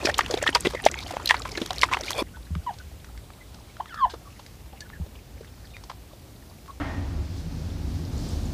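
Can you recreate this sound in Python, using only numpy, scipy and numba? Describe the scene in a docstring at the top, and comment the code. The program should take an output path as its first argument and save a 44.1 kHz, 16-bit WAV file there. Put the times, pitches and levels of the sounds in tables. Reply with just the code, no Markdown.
"""Pig, turkey and kitchen

Three moments joined by hard cuts. A pig roots, slurps and snorts in wet mud, made of bubble tones and noise.
A turkey by a window yelps with near-sine calls, peeps, clucks, ticks and drums softly in a quiet yard.
Air and low wind, both shaped noise, run under these two. Then a kitchen hums as noise in its room modes
while a clatter dies away, a hiss grows and squeezed fruit gives faint wet ticks."""
import sys
import numpy as np
from scipy import signal
from scipy.io import wavfile
from scipy.ndimage import uniform_filter1d
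from numba import njit

SR = 44100
rng = np.random.default_rng(int(sys.argv[2]) if len(sys.argv) > 2 else 0)


def store_pcm(level_fs):
    """Save levels as 16-bit WAV."""
    pcm = np.round(np.clip(level_fs, -1, 1) * 32767).astype(np.int16)
    wavfile.write(sys.argv[1], SR, np.atleast_2d(pcm).T)


N = 376173  # length in samples
T = np.arange(N) / SR  # time of each sample in seconds
YARD_S, KITCHEN_S = 2.227, 6.8  # when the yard and the kitchen begin, in seconds


def undb(db):
    """Turn a level in dB into a multiplier."""
    return 10 ** (np.asarray(db) / 20)


def unit(x):
    """Scale a sound to an average (rms) level of 1."""
    return x / np.sqrt(np.mean(x ** 2))


@njit
def svf(x, hz, width):
    """Resonance that lets through sound around one pitch (a state-variable band-pass), gain 1 at its centre."""
    y, band_state, low_state = np.empty(len(x)), 0., 0.
    g, k = np.tan(np.pi * hz / SR), width / hz
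    for i in range(len(x)):
        v = (band_state + g * (x[i] - low_state)) / (1 + g * (g + k))
        band_state = 2 * v - band_state
        low_state = low_state + 2 * g * v
        y[i] = k * v
    return y


def band(hz, width, size=N):
    """Noise through one resonance twice, at rms level 1."""
    noise = rng.standard_normal(size)
    once = svf(noise, 1. * hz, 1. * width)
    return unit(svf(once, 1. * hz, 1. * width))


def walk(rate):
    """Smooth random wandering, with about `rate` new levels a second and rms 1."""
    hold = int(SR / rate)
    steps = np.repeat(rng.standard_normal(N // hold + 1), hold)
    smooth = uniform_filter1d(uniform_filter1d(steps, hold), hold)
    return unit(smooth[:N])


def curves(table, off_db=-120):
    """Draw each column of a table as a curve over time, silent outside the times it lists."""
    s, *columns = np.transpose(table)
    return [np.interp(T, s, c, left=off_db, right=off_db) for c in columns]


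def add(out, s, sound):
    """Mix a short sound in at time s."""
    i = max(int(s * SR), 0)
    out[i:i + len(sound)] += sound[:N - i]


def pops(table, rise_ms, glide, wet, spread):
    """Each pop is a bubble tone, gliding up if the bubble shrinks, mixed with noisy spatter around its pitch."""
    out, wet = np.zeros(N), np.clip(wet, 0, 1)
    for s, db, hz, ms, rise, wide in zip(*np.broadcast_arrays(*np.transpose(table), rise_ms, spread)):
        t = T[:int(7 * (ms + rise) * SR / 1000)]
        shape = (1 - np.exp(-1000 * t / rise)) ** 2 * np.exp(-1000 * t / ms)
        tone = np.sin(2 * np.pi * hz * t * (1 + glide * (1000 * t / ms).clip(0, 3)))
        spatter = band(hz, wide * hz, size=len(t)) / np.sqrt(2)
        mixture = np.sqrt(1 - wet) * tone + np.sqrt(wet) * spatter
        add(out, s - rise / 1000, undb(db) * shape / shape.max() * mixture)
    return out


def swell(out_size, hz, width, clear):
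    """A rounded burst: a tone and breath in one resonance, more tone as clear nears 1."""
    tone = np.sin(2 * np.pi * hz * T[:out_size])
    breath = band(hz, width, size=out_size) / np.sqrt(2)
    return np.hanning(out_size) ** 0.35 * (clear * tone + (1 - clear) * breath)


def air():
    """Outdoor air and microphone hiss: many bands of noise, each flickering a little in level."""
    # Each row: pitch in Hz, relative level in dB per Hz.
    air_colour = [(15, -36), (25, -6), (55, 0), (82, 0), (160, -23.5), (227, -12.5), (378, -16), (762, -21),
                  (1240, -26.5), (4750, -28.5), (7100, -32.5), (14300, -34.5), (15500, -34.5)]
    hz, db = np.transpose(air_colour)
    out = 0
    for f in 200 * 2 ** np.arange(0, 6.4, 1 / 3):
        band_db = np.interp(np.log(f), np.log(hz), db) + 1.26 * walk(3.08)
        # a wider band holds more power, hence the square root
        out = out + undb(band_db) * np.sqrt(f) * band(f, f / 2.0)
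    return undb(-52.5) * unit(out)


def wind():
    """Low buffeting on the microphone: deep noise bands that swell in short irregular lumps."""
    # How strong the low wind is. Each row: time in seconds, relative level in dB.
    wind_levels = [(0.0, -43.5), (1.81, -45), (3.59, -50.5), (5.73, -49), (6.18, -51), (6.79, -49.5)]
    lumps = band(58.2, 35) + undb(-3.5) * band(93, 60) + undb(-9) * band(169, 134)
    return undb(curves(wind_levels)[0] + 3.5 + 0.86 * walk(14)) * unit(lumps)


def bursts(low_hz, top_hz, wet):
    """Pops whose pitch lies in a range; higher ones rise faster and spatter over a relatively narrower band."""
    # Air pockets and water films bursting at the snout and lips.
    # Each row: time in seconds, peak level in dB, pitch in Hz, decay in milliseconds.
    burst_table = [(0.0288, -22.5, 540, 6.6), (0.0503, -14.5, 363, 3.5), (0.0547, -17.5, 2410, 5.0),
                   (0.0558, -18, 5040, 4.4), (0.071, -19.5, 550, 4.6), (0.0713, -13.5, 1740, 2.8),
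                   (0.0888, -16.5, 566, 6.2), (0.096, -17, 1800, 4.6), (0.1426, -21, 3500, 3.6),
                   (0.1823, -18.5, 6800, 2.1), (0.1908, -2.5, 1130, 2.4), (0.1912, -17.5, 5000, 1.4),
                   (0.2083, -12.5, 1800, 2.3), (0.24, -34, 1920, 2.2), (0.262, -24, 2830, 1.5),
                   (0.3003, -24, 503, 3.2), (0.3085, -26.5, 494, 19), (0.31, -22, 4960, 3.2),
                   (0.3407, -13.5, 413, 3.4), (0.34, -23, 3770, 2), (0.373, -21.5, 487, 7.3),
                   (0.3752, -22.5, 3500, 1.7), (0.4259, -21.5, 576, 5.9), (0.4263, -26, 1800, 2.3),
                   (0.4262, -23, 7000, 2.6), (0.439, -21, 1720, 2.4), (0.4644, -16, 1225, 4.4),
                   (0.4665, -21, 1790, 11), (0.4772, -13, 3187, 1.6), (0.489, -20.5, 350, 3.2),
                   (0.4898, -18.5, 1810, 4.4), (0.503, -34.5, 8900, 1.3), (0.549, -15, 2060, 2.2),
                   (0.5496, -10, 4790, 2.9), (0.5534, -9, 925, 7.1), (0.5554, -18.5, 3210, 3.4),
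                   (0.57, -23, 2100, 1.3), (0.6068, -22, 7800, 1.6), (0.6503, -15, 351, 10),
                   (0.6504, -21, 2660, 4.2), (0.6567, -19.5, 1980, 6.5), (0.6702, -14.5, 356, 3.7),
                   (0.6702, -21, 3206, 1.7), (0.7363, -24.5, 554, 3.9), (0.7485, -23.5, 490, 4.5),
                   (0.7993, -27, 1750, 2.2), (0.821, -37, 9000, 3), (0.84, -25, 3510, 1.7),
                   (0.8435, -25, 384, 4.6), (0.8523, -20, 6000, 2.3), (0.8644, -14.5, 2015, 5),
                   (0.8641, -3.5, 617, 2.53), (0.864, -13.5, 3439, 1.3), (0.8861, -20, 2240, 1.8),
                   (0.9143, -25, 6300, 1.6), (0.9419, -20, 2010, 1.6), (0.9882, -25.5, 3520, 1.6),
                   (1.107, -27.5, 710, 6.5), (1.137, -26, 510, 6.2), (1.169, -18.5, 810, 0.84),
                   (1.2583, -18.5, 4050, 1.8), (1.2743, -17, 3990, 3.4), (1.291, -13.5, 3970, 2.1),
                   (1.2951, -16.5, 1810, 15.6), (1.3048, -18, 3490, 1.2), (1.3078, -12.5, 988, 6.6),
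                   (1.3086, -2.5, 1847, 1.5), (1.343, -17.5, 920, 3.6), (1.344, -22.5, 2040, 5.1),
                   (1.395, -31, 7000, 2.1), (1.42, -23, 3830, 1.5), (1.4525, -21.5, 980, 6),
                   (1.517, -31, 5000, 4), (1.552, -29, 2080, 6.4), (1.5757, -28.5, 326, 15),
                   (1.5756, -23.5, 1650, 5.1), (1.5742, -23, 3900, 1.7), (1.6158, -19, 320, 6.7),
                   (1.6173, -22.5, 3430, 2.3), (1.64, -41, 4800, 2), (1.706, -21, 720, 6.1),
                   (1.707, -21.5, 3700, 1.5), (1.76, -31.5, 5200, 2.1), (1.783, -22, 4230, 0.9),
                   (1.792, -23, 3680, 0.81), (1.8146, -14, 4750, 0.84), (1.8199, -15, 2700, 1),
                   (1.8202, -19, 3970, 2.3), (1.833, -11, 984, 7.3), (1.8318, -20, 3660, 3.8),
                   (1.8325, -4.5, 2010, 2.2), (1.8394, -24, 5210, 1.1), (1.8876, -28.5, 1220, 6.9),
                   (1.9132, -22.5, 1020, 16), (1.936, -10, 2290, 1.3), (1.9445, -26, 2140, 2.2),
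                   (1.9697, -18.5, 910, 2.8), (1.9709, -24, 1980, 1.8), (2.01, -26.5, 5430, 2.1),
                   (2.0358, -28, 3600, 1.3), (2.131, -25, 3230, 1.7)]
    rows = np.array([row for row in burst_table if low_hz <= row[2] < top_hz])
    khz = rows[:, 2] / 1000
    return pops(rows, rise_ms=1.08 * khz ** -.4, glide=.012, wet=wet, spread=0.98 * khz ** -0.38)


def squelch():
    """Hundreds of tiny random bubbles a second, dull and bright, in a patchy fizz, following how hard the snout digs."""
    # How hard the snout digs.
    # Each row: time in seconds, dull bubble level in dB, bright bubbles compared with dull in dB.
    digging = [(0.0, -38, -6.5), (0.43, -41, -.6), (0.7, -45.5, -4.5), (0.88, -43.5, -5), (1.29, -43.5, -3),
               (1.5, -43.5, 0.2), (1.69, -45.5, 0.5), (1.87, -41.5, -4), (2.01, -39.5, -7),
               (2.07, -40.5, -1), (2.18, -41, -2.5), (2.23, -42.5, -5)]
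    dull_db, tilt_db = curves(digging)
    bright_db = dull_db + tilt_db + 1.7 * walk(18)
    fizz_db = bright_db - 14 + 2.5 * walk(25)
    patches = undb(2.5 * walk(49.9) + 5.5 * walk(400))
    out = patches * (undb(fizz_db) * band(6700, 12000)
                     + undb(bright_db - 10.5) * band(4000, 4200)
                     + undb(dull_db - 11.5) * band(1100, 1450))
    for db, low_hz, top_hz, cycles in ((dull_db, 250, 2500, 4.5), (bright_db, 1800, 7000, 9)):
        s, pitch, size = rng.random((900, 3)).T
        hz = low_hz * (top_hz / low_hz) ** pitch
        grains = np.transpose([s * YARD_S, -3.0 * np.log(1 - size), hz, 1000 * cycles / hz])
        layer = pops(grains, rise_ms=1.2, glide=.02, wet=.6, spread=.3)
        out = out + undb(db) * layer / np.std(layer[T < YARD_S])
    return out


def pig():
    """Plops, smacks, cracks and slurps in a fine spray; squelch runs under them; a fluttering snort ends it."""
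    # The closing snort. Each row: time in seconds, effort in dB.
    snort_effort = [(2.135, -52), (2.15, -32), (2.175, -26.5), (2.195, -20), (2.21, -22), (2.227, -43)]
    # The snout's resonances. Each row: pitch in Hz, width in Hz, relative level in dB.
    snout_modes = [(530, 200, 0), (1000, 300, -5), (2440, 220, -4), (3450, 260, -5), (4500, 350, -11),
                   (5100, 300, -14), (10500, 5000, -17)]
    # Slurps that swell and fade in one mouth resonance.
    # Each row: start in seconds, relative level in dB, pitch in Hz, width in Hz.
    slurp_table = [(0, -41, 2520, 300), (0.036, -26, 4660, 2500), (.08, -39, 590, 250),
                   (0.162, -33, 3480, 2500), (0.299, -30, 520, 150), (.41, -35, 1800, 1200),
                   (.462, -20, 1850, 300), (.679, -42, 4400, 2500), (.745, -32, 1970, 300),
                   (.775, -40, 1940, 300), (.838, -37, 2800, 2000), (.965, -37, 2290, 300),
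                   (1.004, -36, 4100, 1970), (1.191, -32, 1070, 500), (1.349, -36, 1530, 900),
                   (1.57, -35, 400, 151), (1.919, -22, 1100, 504), (1.92, -30.5, 2480, 900),
                   (2.06, -35, 3970, 2500)]
    # The mouth colours the spray. Each row: pitch in Hz, width in Hz, relative level in dB.
    mouth_modes = [(1840, 250, -9), (2540, 280, -24), (3320, 300, -7)]
    # pops below the first pitch are pockets in the mud; above the second, wetter thin films
    pocket_hz, film_hz = 1400, 3205
    effort_db = curves(snort_effort)[0]
    snort = 0
    for hz, width, db in snout_modes:
        # harder blowing opens the upper resonances
        opening_db = 0.095 * np.log2(hz / 500) * (effort_db + 20)
        snort = snort + undb(db + 1.4 * walk(120) + opening_db) * band(hz, width)
    cracks = bursts(film_hz, SR, wet=0.78)
    lips = bursts(pocket_hz, film_hz, wet=0.57) + cracks
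    plops = bursts(0, pocket_hz, wet=0.47)
    slurps = np.zeros(N)
    for s, db, hz, width in slurp_table:
        add(slurps, s, undb(db) * swell(int(0.0377 * SR), hz, width, clear=0))
    # air sucked through water sputters in quick uneven pulses
    lips = lips + slurps * undb(4 * walk(300) - 2)
    # water is squeezed out before each pop and patters after it
    linger = np.exp(-1 / (0.0048 * SR))
    splash = signal.filtfilt([1 - linger], [1, -linger], np.abs(lips) + undb(-0.5) * np.abs(plops))
    spray_noise = band(3200, 5190) + sum(undb(db) * band(hz, w) for hz, w, db in mouth_modes)
    spray = undb(-14 + 2.0 * walk(250)) * spray_noise
    # the cracking films add a brief mist of very high treble
    mist_level = uniform_filter1d(np.abs(cracks) ** 1.33, size=90)
    mist = mist_level * undb(-12 + 6.9 * walk(80.05)) * band(11500, 10000)
    return lips + plops + splash * spray + mist + squelch() + undb(effort_db - 7.5) * snort


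def rustles():
    """Faint rustles and scratches around the yard: small noisy pops at random times and pitches."""
    s, pitch, size, length = rng.random((90, 4)).T
    start_s = YARD_S + s * (KITCHEN_S - YARD_S)
    peak_db = -53.5 - 2.2 * np.log(1 - .95 * size)
    grains = np.transpose([start_s, peak_db, 500 * 10 ** pitch, 2 + 10 * length])
    return pops(grains, rise_ms=2.0, glide=0, wet=.9, spread=.3)


def yelps():
    """Near-sine calls with weak overtones; a flutter near 60 a second shakes pitch and level in the rough parts."""
    # The turkey's calls, one list for each.
    # Each row: time in seconds, pitch in Hz, level in dB before flutter, flutter from 0 to 1.
    call_table = [
        [(2.664, 1090, -39, 0.03), (2.672, 977, -25.5, 0.06), (2.688, 945, -29, 0.26),
         (2.695, 880, -25.5, 0.44), (2.701, 816, -36, 0.28), (2.71, 762, -30, 0.47), (2.717, 740, -57, .3)],
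        [(3.797, 600, -51, 0), (3.802, 755, -27, 0.1), (3.809, 1050, -24.5, 0), (3.813, 1080, -39, 0)],
        [(3.865, 2007, -60, 0.45), (3.92, 1460, -46, 0.45), (3.945, 1330, -41, 0.7), (3.965, 1354, -44, .8),
         (3.99, 1238, -37, 0.8), (4.016, 1097, -25.5, 0), (4.035, 1054, -15.5, 0), (4.05, 986, -15.5, 0),
         (4.058, 830, -24.5, 0.03), (4.064, 687, -29.5, 0.3), (4.072, 870, -48, 0.5), (4.09, 904, -52, .45)],
        [(3.92, 1830, -51, 0.4), (3.99, 1757, -46, 1), (4.02, 1550, -47, 0.6)],
    ]
    # How overtones pass the throat.
    # Each row: pitch in Hz, second-harmonic level in dB when the call is at -29 dB.
    throat_colour = [(1200, -59), (1800, -44), (2300, -74), (2650, -61), (3000, -46.5), (3500, -49),
                     (3900, -58), (4500, -50), (5300, -58)]
    out = 0
    beat = np.sin(2 * np.pi * np.cumsum(60 * (1 + 0.142 * walk(30))) / SR)
    for call in call_table:
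        hz, db, flutter = curves(call)
        flutter, sounding = flutter.clip(0, 1), hz > 0
        phase = 2 * np.pi * np.cumsum(hz * (1 + 0.0094 * walk(120) + 0.077 * flutter * beat)) / SR
        tone = undb(db) * np.sin(phase)
        for k in range(2, 5):
            # overtones grow more slowly than the call; a drop per harmonic adds to the throat's colouring
            throat_db = np.interp(k * hz, *np.transpose(throat_colour)) + 0.45 * (db + 29) - 3.5 * (k - 2)
            tone = tone + sounding * undb(throat_db) * np.sin(k * phase)
        # breath roughens the fluttering parts into a noisy skirt around each partial
        rasp = 1 + .45 * flutter * walk(500)
        out = out + np.sqrt(2) * tone * rasp * (1 - 0.53 * flutter * beat)
    return out


def turkey():
    """Yelps, peeps, clucks and ticks with an echo off the wall, and low drumming in the chest."""
    # Soft peeps. 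Each row: start in seconds, relative level in dB, pitch in Hz, length in seconds.
    peep_table = [(2.336, -42, 1486, 0.035), (2.797, -38.5, 1485, 0.022), (3.403, -43, 2030, 0.029),
                  (3.695, -46, 2230, .017), (4.259, -43, 1130, 0.032), (4.36, -50, 1910, 0.022),
                  (4.808, -40, 1720, 0.028), (4.85, -46, 1500, 0.026), (4.927, -38, 1765, 0.019),
                  (4.948, -44, 1650, .03), (5.697, -51.5, 3700, 0.11), (5.738, -40.5, 2430, 0.024),
                  (6.681, -33.5, 1095, 0.033)]
    # Beak and claw ticks. Each row: time in seconds, peak level in dB, pitch in Hz, treble peak level in dB.
    tick_table = [(2.552, -26, 1270, -54), (2.786, -49, 1490, -41.5), (3.045, -35.5, 1510, -45),
                  (3.176, -41, 2150, -46), (3.303, -34.5, 1130, -65), (3.544, -41, 1400, -42.5),
                  (3.768, -35.5, 1380, -51), (3.858, -29, 1230, -57), (3.943, -31.5, 1240, -42),
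                  (4.463, -37.5, 1950, -43), (4.806, -39.5, 1720, -31), (4.901, -36, 1170, -62),
                  (5.446, -41, 1790, -50.5), (5.767, -34.5, 2060, -49), (5.838, -36, 920, -40.5),
                  (5.915, -34.5, 1000, -46), (6.66, -40, 1260, -55), (6.679, -35.5, 1105, -52)]
    # Short clucks.
    # Each row: time in seconds, peak level in dB, pitch in Hz, decay in milliseconds, breath peak level in dB.
    cluck_table = [(2.37, -42, 905, 4, -54), (2.737, -43, 816, 5, -46.5), (4.098, -44.5, 1570, 18, -39.5),
                   (4.138, -30.5, 450, 5.4, -44.5), (4.139, -36, 1080, 6.6, -56),
                   (4.395, -35, 794, 3.6, -45), (4.66, -45, 800, 4, -54), (4.728, -44.5, 753, 17, -60),
                   (5.064, -38, 395, 4.1, -55), (5.409, -36, 434, 8, -55), (5.899, -28.5, 1013, 4.2, -38.5),
                   (6.133, -43.5, 577, 4.6, -54)]
    # Drumming in the chest, a long low and a short upper resonance.
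    # Each row: start in seconds, low level in dB, low pitch in Hz, upper level in dB.
    drum_table = [(2.507, -23, 79, -28.5), (2.559, -25, 76, -23), (4.04, -34.5, 49.6, -45.5),
                  (5, -25.5, 75, -27.5)]
    voice, drums = yelps(), np.zeros(N)
    for s, db, hz, length in peep_table:
        add(voice, s, undb(db) * swell(int(length * SR), hz, 310, clear=0.62))
    s, db, hz, treble_db = np.transpose(tick_table)
    tick_body = np.transpose([s, db, hz, 1.6 + 0 * s])
    tick_treble = np.transpose([s, treble_db, 4500 + 0 * s, 4.4 + 0 * s])
    voice += pops(tick_body, rise_ms=.3, glide=0, wet=.6, spread=1.2)
    voice += pops(tick_treble, rise_ms=0.44, glide=0, wet=0.95, spread=0.84)
    s, db, hz, ms, breath_db = np.transpose(cluck_table)
    cluck_body = np.transpose([s, db, hz, ms])
    cluck_breath = np.transpose([s, breath_db, 3800 + 0 * s, ms])
    voice += pops(cluck_body, rise_ms=2.39, glide=0.0087, wet=0.55, spread=0.72)
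    voice += pops(cluck_breath, rise_ms=3.4, glide=0, wet=1, spread=0.74)
    for s, low_db, low_hz, upper_db in drum_table:
        t = T[:int(0.048 * SR)]
        upper = undb(upper_db) * np.exp(-(t / 0.0174) ** 2) * np.sin(2 * np.pi * 163 * t)
        low = undb(low_db) * np.hanning(len(t)) ** 0.33 * np.sin(2 * np.pi * low_hz * t)
        add(drums, s, -upper - low)
    # the echo starts after 6 ms and would fall 60 dB in 0.13 s
    tail = rng.standard_normal(6000) * undb(-60 * T[:6000] / 0.13) * (T[:6000] > .006)
    echo = undb(-36.5) * signal.fftconvolve(voice, tail)[:N]
    return voice + drums + echo


def kitchen():
    """Appliance rumble in the room modes, growing hiss, the fading ring of a clatter and wet ticks, from noise and pops."""
    # The kitchen's room modes. Each row: pitch in Hz, width in Hz, relative level in dB.
    room_modes = [(40, 7, -4.5), (71.6, 8.9, -1), (89, 22.5, -0.5), (120.5, 8.9, -13.5), (158.7, 34, -6),
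                  (233, 57, -8.5), (280, 35, -11.5), (348, 67, -16.5), (477, 630, -14.5)]
    # Level of the hum. Each row: time in seconds, level in dB.
    hum_levels = [(6.8, -31), (7.2, -30), (7.3, -33.5), (7.85, -30.5), (8.1, -30.5), (8.18, -28),
                  (8.53, -27.5)]
    # A clatter still ringing in the room.
    # Each row: pitch in Hz, width in Hz, level in dB as the kitchen begins, seconds to fall by 60 dB.
    clatter_modes = [(290, 20, -36, 0.82), (710, 650, -37.5, 1.3), (1290, 480, -40.5, 0.79),
                     (1850, 810, -41, 0.95), (1860, 52, -45, 0.95), (2900, 1900, -49.5, 1.2)]
    # Swells of the hiss. Each row: peak time in seconds, rise in dB, seconds from the peak to 37% of that rise.
    swish_table = [(7.39, 3, 0.033), (8.29, 6.5, 0.13)]
    # Faint wet ticks as the fruit is squeezed.
    # Each row: time in seconds, peak level in dB, pitch in Hz, decay in milliseconds.
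    squirt_table = [(7.7, -46, 3500, 5), (8.052, -42, 5030, 1.5), (8.18, -43, 7000, 1.5),
                    (8.288, -45, 7860, 5), (8.455, -47, 7100, 5)]
    hum_db = curves(hum_levels)[0]
    hum = unit(sum(undb(db + 1.2 * walk(5)) * band(hz, w) for hz, w, db in room_modes))
    hiss = band(4630, 4400) * undb(0.73 * walk(12))
    top_hiss = band(10000, 9800) + undb(-2.0) * band(13800, 7000)
    after = np.maximum(T - KITCHEN_S, 0)
    swish_db = sum(db * np.exp(-((T - s) / half) ** 2) for s, db, half in swish_table)
    # both hisses grow, in dB a second, as the squeezing goes on
    hiss_db = -57 + 3 * after + swish_db
    top_db = -68 + 3.5 * after + 0.25 * swish_db
    ring = sum(undb(db - 60 * after / t60) * band(hz, w) for hz, w, db, t60 in clatter_modes)
    squirts = pops(squirt_table, rise_ms=1.3, glide=0, wet=.7, spread=.3)
    mid = undb(-55.0) * band(1640, 3400)
    return undb(hum_db) * hum + undb(hiss_db) * hiss + undb(top_db) * top_hiss + ring + mid + squirts


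def scene():
    """Mud, yard and kitchen in turn."""
    outdoors = air() + wind() + pig() * (T < YARD_S) + turkey() + rustles()
    return np.where(T < KITCHEN_S, outdoors, kitchen())[None]


def record(dry):
    """Peaks are rounded to stay below full scale, then a steep filter cuts the treble above 15350 Hz."""
    rounded = dry / (1 + dry ** 6) ** (1 / 6)
    return signal.sosfilt(signal.ellip(10, .2, 60, 15350, fs=SR, output="sos"), rounded)


dry = scene()
out = record(dry)
store_pcm(out)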